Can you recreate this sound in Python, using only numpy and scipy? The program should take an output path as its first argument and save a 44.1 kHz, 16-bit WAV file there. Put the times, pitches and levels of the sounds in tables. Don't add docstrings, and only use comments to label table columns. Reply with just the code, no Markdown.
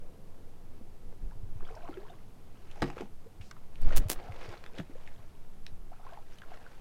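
import sys
import numpy as np
from scipy import signal
from scipy.fft import rfft, irfft, next_fast_len
from scipy.io import wavfile
from scipy.ndimage import uniform_filter1d

SR = 44100
rng = np.random.default_rng(int(sys.argv[2]) if len(sys.argv) > 2 else 0)


def generate_wav(sig):
    pcm = np.round(np.clip(np.atleast_2d(sig).T, -1, 1) * 32767).astype(np.int16)
    wavfile.write(sys.argv[1], SR, pcm)


N = 299992

# crest, swell and drain times in seconds, gurgle and fizz levels in dB,
# churn (0 separate bubbles, 1 dense froth), depth (0 light surface trickle, 1 hollow gurgle).
WATER_SURGES = [(1.68, 0.092, 0.35, -54, -67, .25, 0.28), (1.82, 0.063, 0.15, -60, -80, 0.2, 0.5),
                (2.06, 0.39, 0.25, -59, -71, 0.15, 0.45), (2.74, 0.4, 0.28, -65.5, -67, 0.55, 0.36),
                (2.87, 0.13, 0.046, -55.5, -56, 0.9, 0.95), (2.995, 0.12, 0.073, -52.5, -59.5, 0.62, 0.46),
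                (3.945, 0.15, 0.11, -47.5, -54, 0.85, 0.33), (4.2, 0.39, 0.67, -53, -64.5, 0.76, 0.47),
                (4.455, 0.14, 0.18, -51.5, -54, 0.94, 0.45),
                (4.785, 0.059, 0.042, -47.5, -53.5, 0.45, 0.88), (5.03, 0.28, 0.43, -62.5, -67, 0.54, 0.29),
                (6.12, 0.18, 0.099, -56.5, -68, 0.45, 0.099), (6.35, 0.11, 0.048, -72, -62.5, .3, .1),
                (6.54, 0.17, 0.19, -56.5, -66, 0.68, 0.22), (6.72, 0.34, 0.91, -66, -67, 0.82, .39)]
# start in seconds,
# pitch in Hz, level in dB, t60 in seconds, glide in octaves per t60.
DISTINCT_BUBBLES = [(.812, 256, -40.5, 0.05, -1.5), (1.126, 520, -34, 0.011, 0),
                    (1.319, 916, -47, 0.041, 0.5), (1.607, 986, -42.5, 0.025, 3),
                    (1.627, 385, -44.5, 0.049, 0), (1.652, 3170, -48, .025, 0.6),
                    (1.705, 436, -45.5, 0.15, 0.3), (1.706, 677, -42.5, 0.037, 1.5),
                    (1.764, 593, -44.5, 0.18, 2), (1.772, 1590, -51, 0.052, -1),
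                    (1.836, 687, -42.5, 0.072, 0), (1.852, 990, -46, 0.038, 0),
                    (1.887, 650, -29.5, 0.014, 1.5), (1.893, 317, -36.5, 0.19, 0.16),
                    (1.929, 1350, -50.5, 0.1, .3), (1.941, 3360, -48.5, 0.018, -0.5),
                    (1.971, 376, -37.5, 0.23, 0.5), (2.098, 740, -45.5, 0.07, -0.5),
                    (2.099, 3570, -46, 0.015, 0.1), (2.759, 798, -46.5, 0.074, 0.5),
                    (2.798, 780, -44, 0.027, 0.5), (2.969, 443, -30, 0.019, 1),
                    (2.98, 1195, -28.5, 0.014, 0.8), (3.007, 362, -25, 0.023, 0.5),
                    (3.02, 700, -36, 0.028, 2), (3.028, 390, -32, 0.018, -0.5),
                    (3.025, 192, -39, 0.13, 0.5), (3.26, 386, -43, 0.053, 1.7), (3.915, 567, -33, 0.028, 0),
                    (3.931, 483, -38, 0.05, 0), (4.012, 557, -43.5, 0.2, 0.7), (4.198, 690, -44, 0.025, 1),
                    (4.224, 700, -44, 0.073, 1.2), (4.25, 627, -41, .04, -1.5), (4.286, 730, -37, 0.039, 0),
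                    (4.484, 450, -43, 0.081, -0.5), (4.777, 520, -41, 0.02, -1.5),
                    (4.7915, 244, -30, 0.05, 2), (4.8, 158, -32, 0.089, 0.5), (4.897, 255, -39.5, 0.058, 2),
                    (4.954, 451, -38.5, 0.048, 1.1), (5.917, 637, -46.5, 0.08, 3.5),
                    (5.93, 1225, -48, 0.033, 1), (5.997, 686, -49, 0.069, 2), (6.05, 773, -51, 0.081, 1),
                    (6.066, 956, -41, 0.039, 1), (6.123, 662, -45.5, 0.1, 0.6),
                    (6.173, 903, -38.5, 0.047, -1.3), (6.419, 1520, -37.5, 0.021, 0.7),
                    (6.435, 1490, -47, 0.032, -0.5), (6.518, 754, -41.5, 0.04, -0.5),
                    (6.664, 1464, -43.5, 0.03, 0)]
# start in seconds, level in dB, centre in Hz,
# t60 in seconds.
WATER_TICKS = [(1.126, -54, 1500, 0.01), (1.31, -54, 1650, 0.026), (1.7518, -51.5, 5670, 0.023),
               (1.876, -42.5, 1150, 0.031), (1.971, -49.5, 1640, 0.036), (2.713, -45, 3400, 0.013),
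               (3.411, -51.5, 2630, 0.074), (3.513, -40.5, 1520, 0.025), (3.566, -46.5, 1330, 0.023),
               (3.757, -34.5, 3180, 0.0031), (3.833, -47.5, 4400, .012), (3.8742, -39.5, 880, 0.018),
               (3.905, -38, 1500, 0.035), (3.923, -38, 1940, 0.028), (4.195, -48.5, 1900, 0.024),
               (4.3214, -41, 2290, 0.014), (4.373, -51, 1200, 0.012), (4.4256, -46, 1540, 0.014),
               (4.49, -46.5, 5150, 0.013), (4.537, -43.5, 1710, 0.02), (4.576, -46, 4270, 0.01),
               (4.6397, -32, 2220, 0.0058), (4.6624, -34, 2150, 0.0081), (4.785, -39.5, 1780, 0.025),
               (4.799, -34.5, 637, 0.019), (4.783, -42.5, 3500, 0.032), (4.798, -36.5, 1660, 0.018),
               (5.075, -41, 1970, 0.017), (5.6657, -37.5, 2300, 0.0079), (5.6653, -32.5, 3870, 0.0067),
               (5.6654, -40, 5530, 0.0062), (6.134, -53, 3200, 0.022), (6.385, -44.5, 3560, 0.013),
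               (6.418, -47, 2080, 0.016)]
# start in seconds, level in dB.
DROP_HITS = [(3.9666, -14), (3.9727, -7.5), (3.979, -12.5), (3.9827, -14.5), (4.0858, -26), (4.1004, -4),
             (4.117, -8.5), (4.132, -16)]
# start in seconds, length in seconds, level in dB.
MIST_SHOWERS = [(3.816, 0.0038, -54.5), (3.961, 0.019, -39.5), (4.085, 0.0049, -55), (4.095, 0.03, -40)]
# start in seconds, ring level in dB, crack level in dB.
HOOP_KNOCKS = [(2.8203, -24, -20.5), (2.826, -25.5, -23.5), (2.8306, -41, -31.5), (2.8341, -42, -46),
               (2.84, -40, -38), (2.858, -53, -58), (2.866, -51, -47), (2.8845, -40, -44),
               (2.9013, -43.5, -34.5), (3.0095, -45.5, -38)]
# frequency in Hz, relative level in dB, t60 in seconds.
HOOP_PLANK_MODES = [(145, -13, 0.28), (213, -15, 0.11), (260, 1, .15), (313, -7.5, 0.089), (359, -9.5, 0.1),
                    (466, -8, 0.13), (664, -17, 0.091), (800, 0.5, 0.032), (900, -18, 0.045),
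                    (1160, -7, 0.035), (1894, -15.5, 0.037), (2205, -15.5, 0.041), (2905, -16.5, 0.04),
                    (3980, -17.5, 0.04), (4940, -17.5, 0.043)]
# start in seconds, level in dB.
PLANK_THUMPS = [(1.356, -38), (1.432, -30), (1.555, -32), (2.827, -33), (3.398, -35.5), (3.866, -25),
                (4.054, -24), (4.294, -30.5), (4.483, -34.5), (5.191, -43), (5.723, -41.5)]
# peak time in seconds, 1/e half width in seconds, level in dB.
WIND_GUSTS = [(1.08, 0.036, -47), (1.25, 0.027, -40.5), (1.47, 0.26, -53.5), (2.88, 0.078, -48.5),
              (3.866, 0.049, -30.5), (3.991, 0.043, -25.5), (4.15, 0.19, -49.5), (5.72, 0.11, -58)]

# frequency in Hz, relative level in dB.
GURGLE_SPECTRUM = [(120, -36), (300, 1.5), (500, 6.5), (800, 2.5), (1100, -3), (1600, -6.5), (2600, -12),
                   (5000, -20), (12000, -57)]
FIZZ_SPECTRUM = [(700, -4), (1500, 3.5), (2400, 1.5), (4000, -6.5), (6500, -12), (8000, -17), (10000, -21),
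                 (15000, -30)]
SNAP_SPECTRUM = [(150, -17), (600, 5), (3000, -17), (15000, -40)]
CRACK_SPECTRUM = [(150, 12), (450, 22), (900, 11), (1400, 10), (2200, 9.5), (3200, 4), (5000, -1),
                  (6200, -7), (8500, -9.5), (11000, -32), (15000, -52)]
THUD_SPECTRUM = [(60, -13), (200, 0), (420, -7), (1500, -49)]
SCRAPE_SPECTRUM = [(1500, -5), (4800, 0), (8000, -5), (11000, -23)]
BUFFET_SPECTRUM = [(8, -17), (20, -16.5), (32, -2.5), (50, -12.5), (100, -25.5), (200, -30), (500, -45),
                   (1500, -106)]
SWAY_SPECTRUM = [(2, -10.5), (9, 0.5), (22, -18.5), (50, -102)]
HUSH_SPECTRUM = [(41, -14), (70, 2.5), (177, -4.5), (291, -10), (417, -10), (572, -17), (734, -15),
                 (1730, -27.5), (7030, -34.5), (13500, -35.5), (15500, -43.5)]
DRONE_SPECTRUM = [(150, -31), (490, 6), (590, -2), (1100, -45)]


def slosh(split_hz=800, clump_db=4, glugs_db=-2, splats_db=-1, chirps_db=-6):
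    gurgle_gain, fizz_gain, churn, depth = stirring()
    pockets = colour(swarm(308, 2310, cycles=15, spread_db=20.5, rise=0.17, count=2800), GURGLE_SPECTRUM)
    glugs = colour(swarm(402, 1770, cycles=30, spread_db=18, rise=0.46, count=500), GURGLE_SPECTRUM)
    beads = colour(swarm(2030, 8200, cycles=16, spread_db=18, rise=0.041, count=3000), FIZZ_SPECTRUM)
    clumps = amp(clump_db * wander(350))
    boil = colour(clumps * patter(per_s=3000, spread_db=2), GURGLE_SPECTRUM)
    splats = unit(patter(per_s=120, spread_db=3))
    foam = unit(clumps * patter(per_s=3000, spread_db=0))
    froth = colour(foam + amp(splats_db) * splats, FIZZ_SPECTRUM)
    gurgle = np.sqrt(1 - churn) * unit(pockets + amp(glugs_db) * glugs) + np.sqrt(churn) * boil
    fizz = np.sqrt(1 - churn) * beads + np.sqrt(churn) * froth
    hollow, light = split(gurgle, split_hz)
    chirps = unit(swarm(608, 1670, cycles=32, spread_db=-4, rise=0.72, count=420))
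    light += amp(chirps_db) * (1 - depth) ** 2 * chirps
    gurgle = np.sqrt(2 * depth) * hollow + np.sqrt(2 * (1 - depth)) * light
    return gurgle * gurgle_gain + fizz * fizz_gain


def stirring(drop_db=15, roundness=1.21, trickle_gurgle_db=-75, trickle_fizz_db=-80):
    t = np.arange(0, N + 64, 64) / SR
    crest, swell, drain, gurgle_db, fizz_db, churns, depths = np.transpose(WATER_SURGES)[:, :, None]
    from_crest = np.maximum((crest - t) / swell, (t - crest) / drain)
    fall_db = np.minimum(drop_db * from_crest ** roundness, 100)
    surge_powers = amp(gurgle_db - fall_db) ** 2
    trickle_power = amp(trickle_gurgle_db) ** 2
    gurgle_power = surge_powers.sum(0) + trickle_power
    fizz_power = (amp(fizz_db - fall_db) ** 2).sum(0) + amp(trickle_fizz_db) ** 2
    churn = np.clip(((churns * surge_powers).sum(0) + trickle_power) / gurgle_power, 0, 1)
    depth = np.clip(((depths * surge_powers).sum(0) + 0.5 * trickle_power) / gurgle_power, 0, 1)
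    controls = np.sqrt(gurgle_power), np.sqrt(fizz_power), churn, depth
    return [np.interp(np.arange(N) / SR, t, control) for control in controls]


def swarm(low_hz, high_hz, cycles, spread_db, rise, count):
    out = np.zeros(N)
    for k, (when, size, loud, length, glide) in enumerate(rng.random((count, 5))):
        hz = low_hz * (high_hz / low_hz) ** size
        bubble = ring(hz, cycles * (0.5 + length) / hz, 2 * rise * glide, attack=1 / hz)
        start = (k + 2 * when) / count * N / SR
        add(out, start, hz * amp(spread_db * loud ** 2) * bubble)
    return out


def bubbles(snap_db=-15, snap_t60=0.013, flutter_db=2.5, pitch_spread=0.016):
    out = np.zeros(N)
    flutter = amp(flutter_db * wander(260))
    waver = 1 + pitch_spread * wander(200)
    for start, hz, db, t60, rise in DISTINCT_BUBBLES:
        samples = len(np.arange(0, t60, 1 / SR))
        pitch = hz * waver[round(start * SR):][:samples]
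        add(out, start, amp(db) * ring(pitch, t60, rise, attack=0.00058))
        add(out, start, amp(db + snap_db) * burst(SNAP_SPECTRUM, snap_t60, attack=0.00028))
    return out * flutter


def ticks(skirt_db=-11):
    out = np.zeros(N)
    for start, db, hz, t60 in WATER_TICKS:
        resonance = [(hz / 8, -22), (hz / 1.54, skirt_db), (hz, 0),
                     (hz * 1.19, skirt_db), (hz * 4.3, -36), (hz * 8, -50)]
        add(out, start, amp(db) * burst(resonance, t60, attack=0.00047))
    return out


def spray(swing_gain=0.11, port_hz=350, port_t60=0.0091, longest_mist_t60=0.07, specks_db=-6):
    hits, mist = np.zeros((2, N))
    t = np.arange(N) / SR
    for start, db in DROP_HITS:
        add(hits, start, amp([db]))
    for start, length, db in MIST_SHOWERS:
        t60 = longest_mist_t60 * min(1, length / 0.02)
        mist += amp(db) * (t > start) * fade(np.maximum(t - start - length, 0), t60)
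    hits += mist * (amp(specks_db) * patter(per_s=2100, spread_db=9) + rng.standard_normal(N))
    response = -swing_gain * ring(port_hz, port_t60, attack=0.0001)
    add(response, 0, np.array([-0.12, 0.85, 0.35, -0.097, -0.018]))
    return signal.oaconvolve(hits, response)[:N]


def knocks(crack_t60=0.013, thud_db=-3, thud_t60=0.035, vary_db=4, detune=0.0093):
    out = np.zeros(N)
    for start, ring_db, crack_db in HOOP_KNOCKS:
        add(out, start, amp(crack_db) * burst(CRACK_SPECTRUM, crack_t60, attack=0.000092))
        add(out, start, amp(ring_db + thud_db) * burst(THUD_SPECTRUM, thud_t60, attack=0.00033))
        for k, (hz, db, t60) in enumerate(HOOP_PLANK_MODES):
            louder, higher = rng.uniform(-1, 1, 2)
            mode = (-1) ** k * ring(hz * (1 + detune * higher), t60)
            add(out, start, amp(ring_db + db + vary_db * louder) * mode)
    return out


def scrape(start_s=3.405, end_s=3.511, drag_db=-65.5, click_db=-44):
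    samples = len(np.arange(0, end_s - start_s, 1 / SR))
    slips = colour(patter(per_s=3300, spread_db=-1)[:samples], SCRAPE_SPECTRUM)
    arch = np.sqrt(np.sin(np.pi * np.arange(samples) / samples))
    out = np.zeros(N)
    add(out, start_s, amp(drag_db) * slips * arch)
    add(out, end_s, amp(click_db) * burst(SCRAPE_SPECTRUM, t60=0.019, attack=0.0001))
    return out


def thumps(plank_hz=101.8):
    out = np.zeros(N)
    for start, db in PLANK_THUMPS:
        add(out, start, 2 * amp(db) * ring(plank_hz, t60=0.07, rise=-0.41, attack=0.0067))
    return out


def dock_reflections(x, t60=0.12, wet_db=-10, echoes_per_s=2000):
    t = np.arange(SR // 3) / SR
    echoes = rng.choice([-1, 1], len(t)) * (rng.random(len(t)) < echoes_per_s / SR)
    response = echoes * (t > 0.003) * fade(t, t60)
    return x + amp(wet_db) * signal.oaconvolve(x, response / np.linalg.norm(response))[:N]


def air(hush_db=-57.5, drone_db=-63, breeze_db=-60.5, sway_db=-40, sway_exponent=0.75):
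    t = np.arange(N) / SR
    hush_noise, sway_noise, buffet_noise, drone_noise = rng.standard_normal((4, N))
    wind = amp(breeze_db) + sum(amp(db) * np.exp(-((t - s) / width) ** 2) for s, width, db in WIND_GUSTS)
    buffet = colour(buffet_noise, BUFFET_SPECTRUM) * wind
    sway = colour(sway_noise, SWAY_SPECTRUM) * amp(sway_db) * (wind / amp(breeze_db)) ** sway_exponent
    hum, hiss = split(amp(hush_db) * colour(hush_noise, HUSH_SPECTRUM), hz=714)
    hum *= amp(2 - 0.5 * t)
    drone = colour(drone_noise, DRONE_SPECTRUM) * amp(drone_db - 14.5 * t)
    return buffet + sway + hum + hiss + drone


def ring(hz, t60, rise=0, attack=0.00036):
    t = np.arange(0, t60, 1 / SR)
    phase = 2 * np.pi * np.cumsum(hz * 2 ** (rise * t / t60)) / SR
    return np.sin(phase) * fade(t, t60) * (1 - np.exp(-t / attack))


def burst(spectrum, t60, attack):
    t = np.arange(4096) / SR
    envelope = fade(t, t60) * (1 - np.exp(-t / attack))
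    noise = colour(rng.standard_normal(len(t)), spectrum)
    return unit(noise * envelope) * np.sqrt(np.mean(envelope ** 2))


def patter(per_s, spread_db):
    size = amp(spread_db * np.minimum(rng.exponential(1, N), 3))
    return size * (rng.random(N) < per_s / SR)


def wander(samples):
    return unit(uniform_filter1d(rng.standard_normal(N), size=samples))


def colour(x, spectrum):
    hz, db = np.transpose(spectrum)
    size = next_fast_len(len(x))
    gain = amp(np.interp(np.log(np.fft.rfftfreq(size, 1 / SR) + 1), np.log(hz + 1), db))
    return unit(irfft(rfft(x, size) * gain, size)[:len(x)])


def split(x, hz):
    low = signal.sosfiltfilt(signal.butter(2, hz, fs=SR, output="sos"), x)
    return low, x - low


def fade(t, t60):
    return np.exp(-np.log(1000) * t / t60)


def add(mix, start_s, sound):
    part = mix[round(start_s * SR):][:len(sound)]
    part += sound[:len(part)]


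def amp(db):
    return 10 ** (np.asarray(db) / 20)


def unit(x):
    return x / np.sqrt(np.mean(x ** 2) + 1e-20)


def scene():
    water_and_hoop = dock_reflections(slosh() + bubbles() + ticks() + knocks())
    return (water_and_hoop + scrape() + thumps() + spray() + air())[None]


def record(dry, cutoff_hz=16200):
    lowpass = signal.firwin(255, cutoff_hz, window=("kaiser", 8), fs=SR)
    return signal.oaconvolve(dry, lowpass[None], "same")


dry = scene()
out = record(dry)
generate_wav(out)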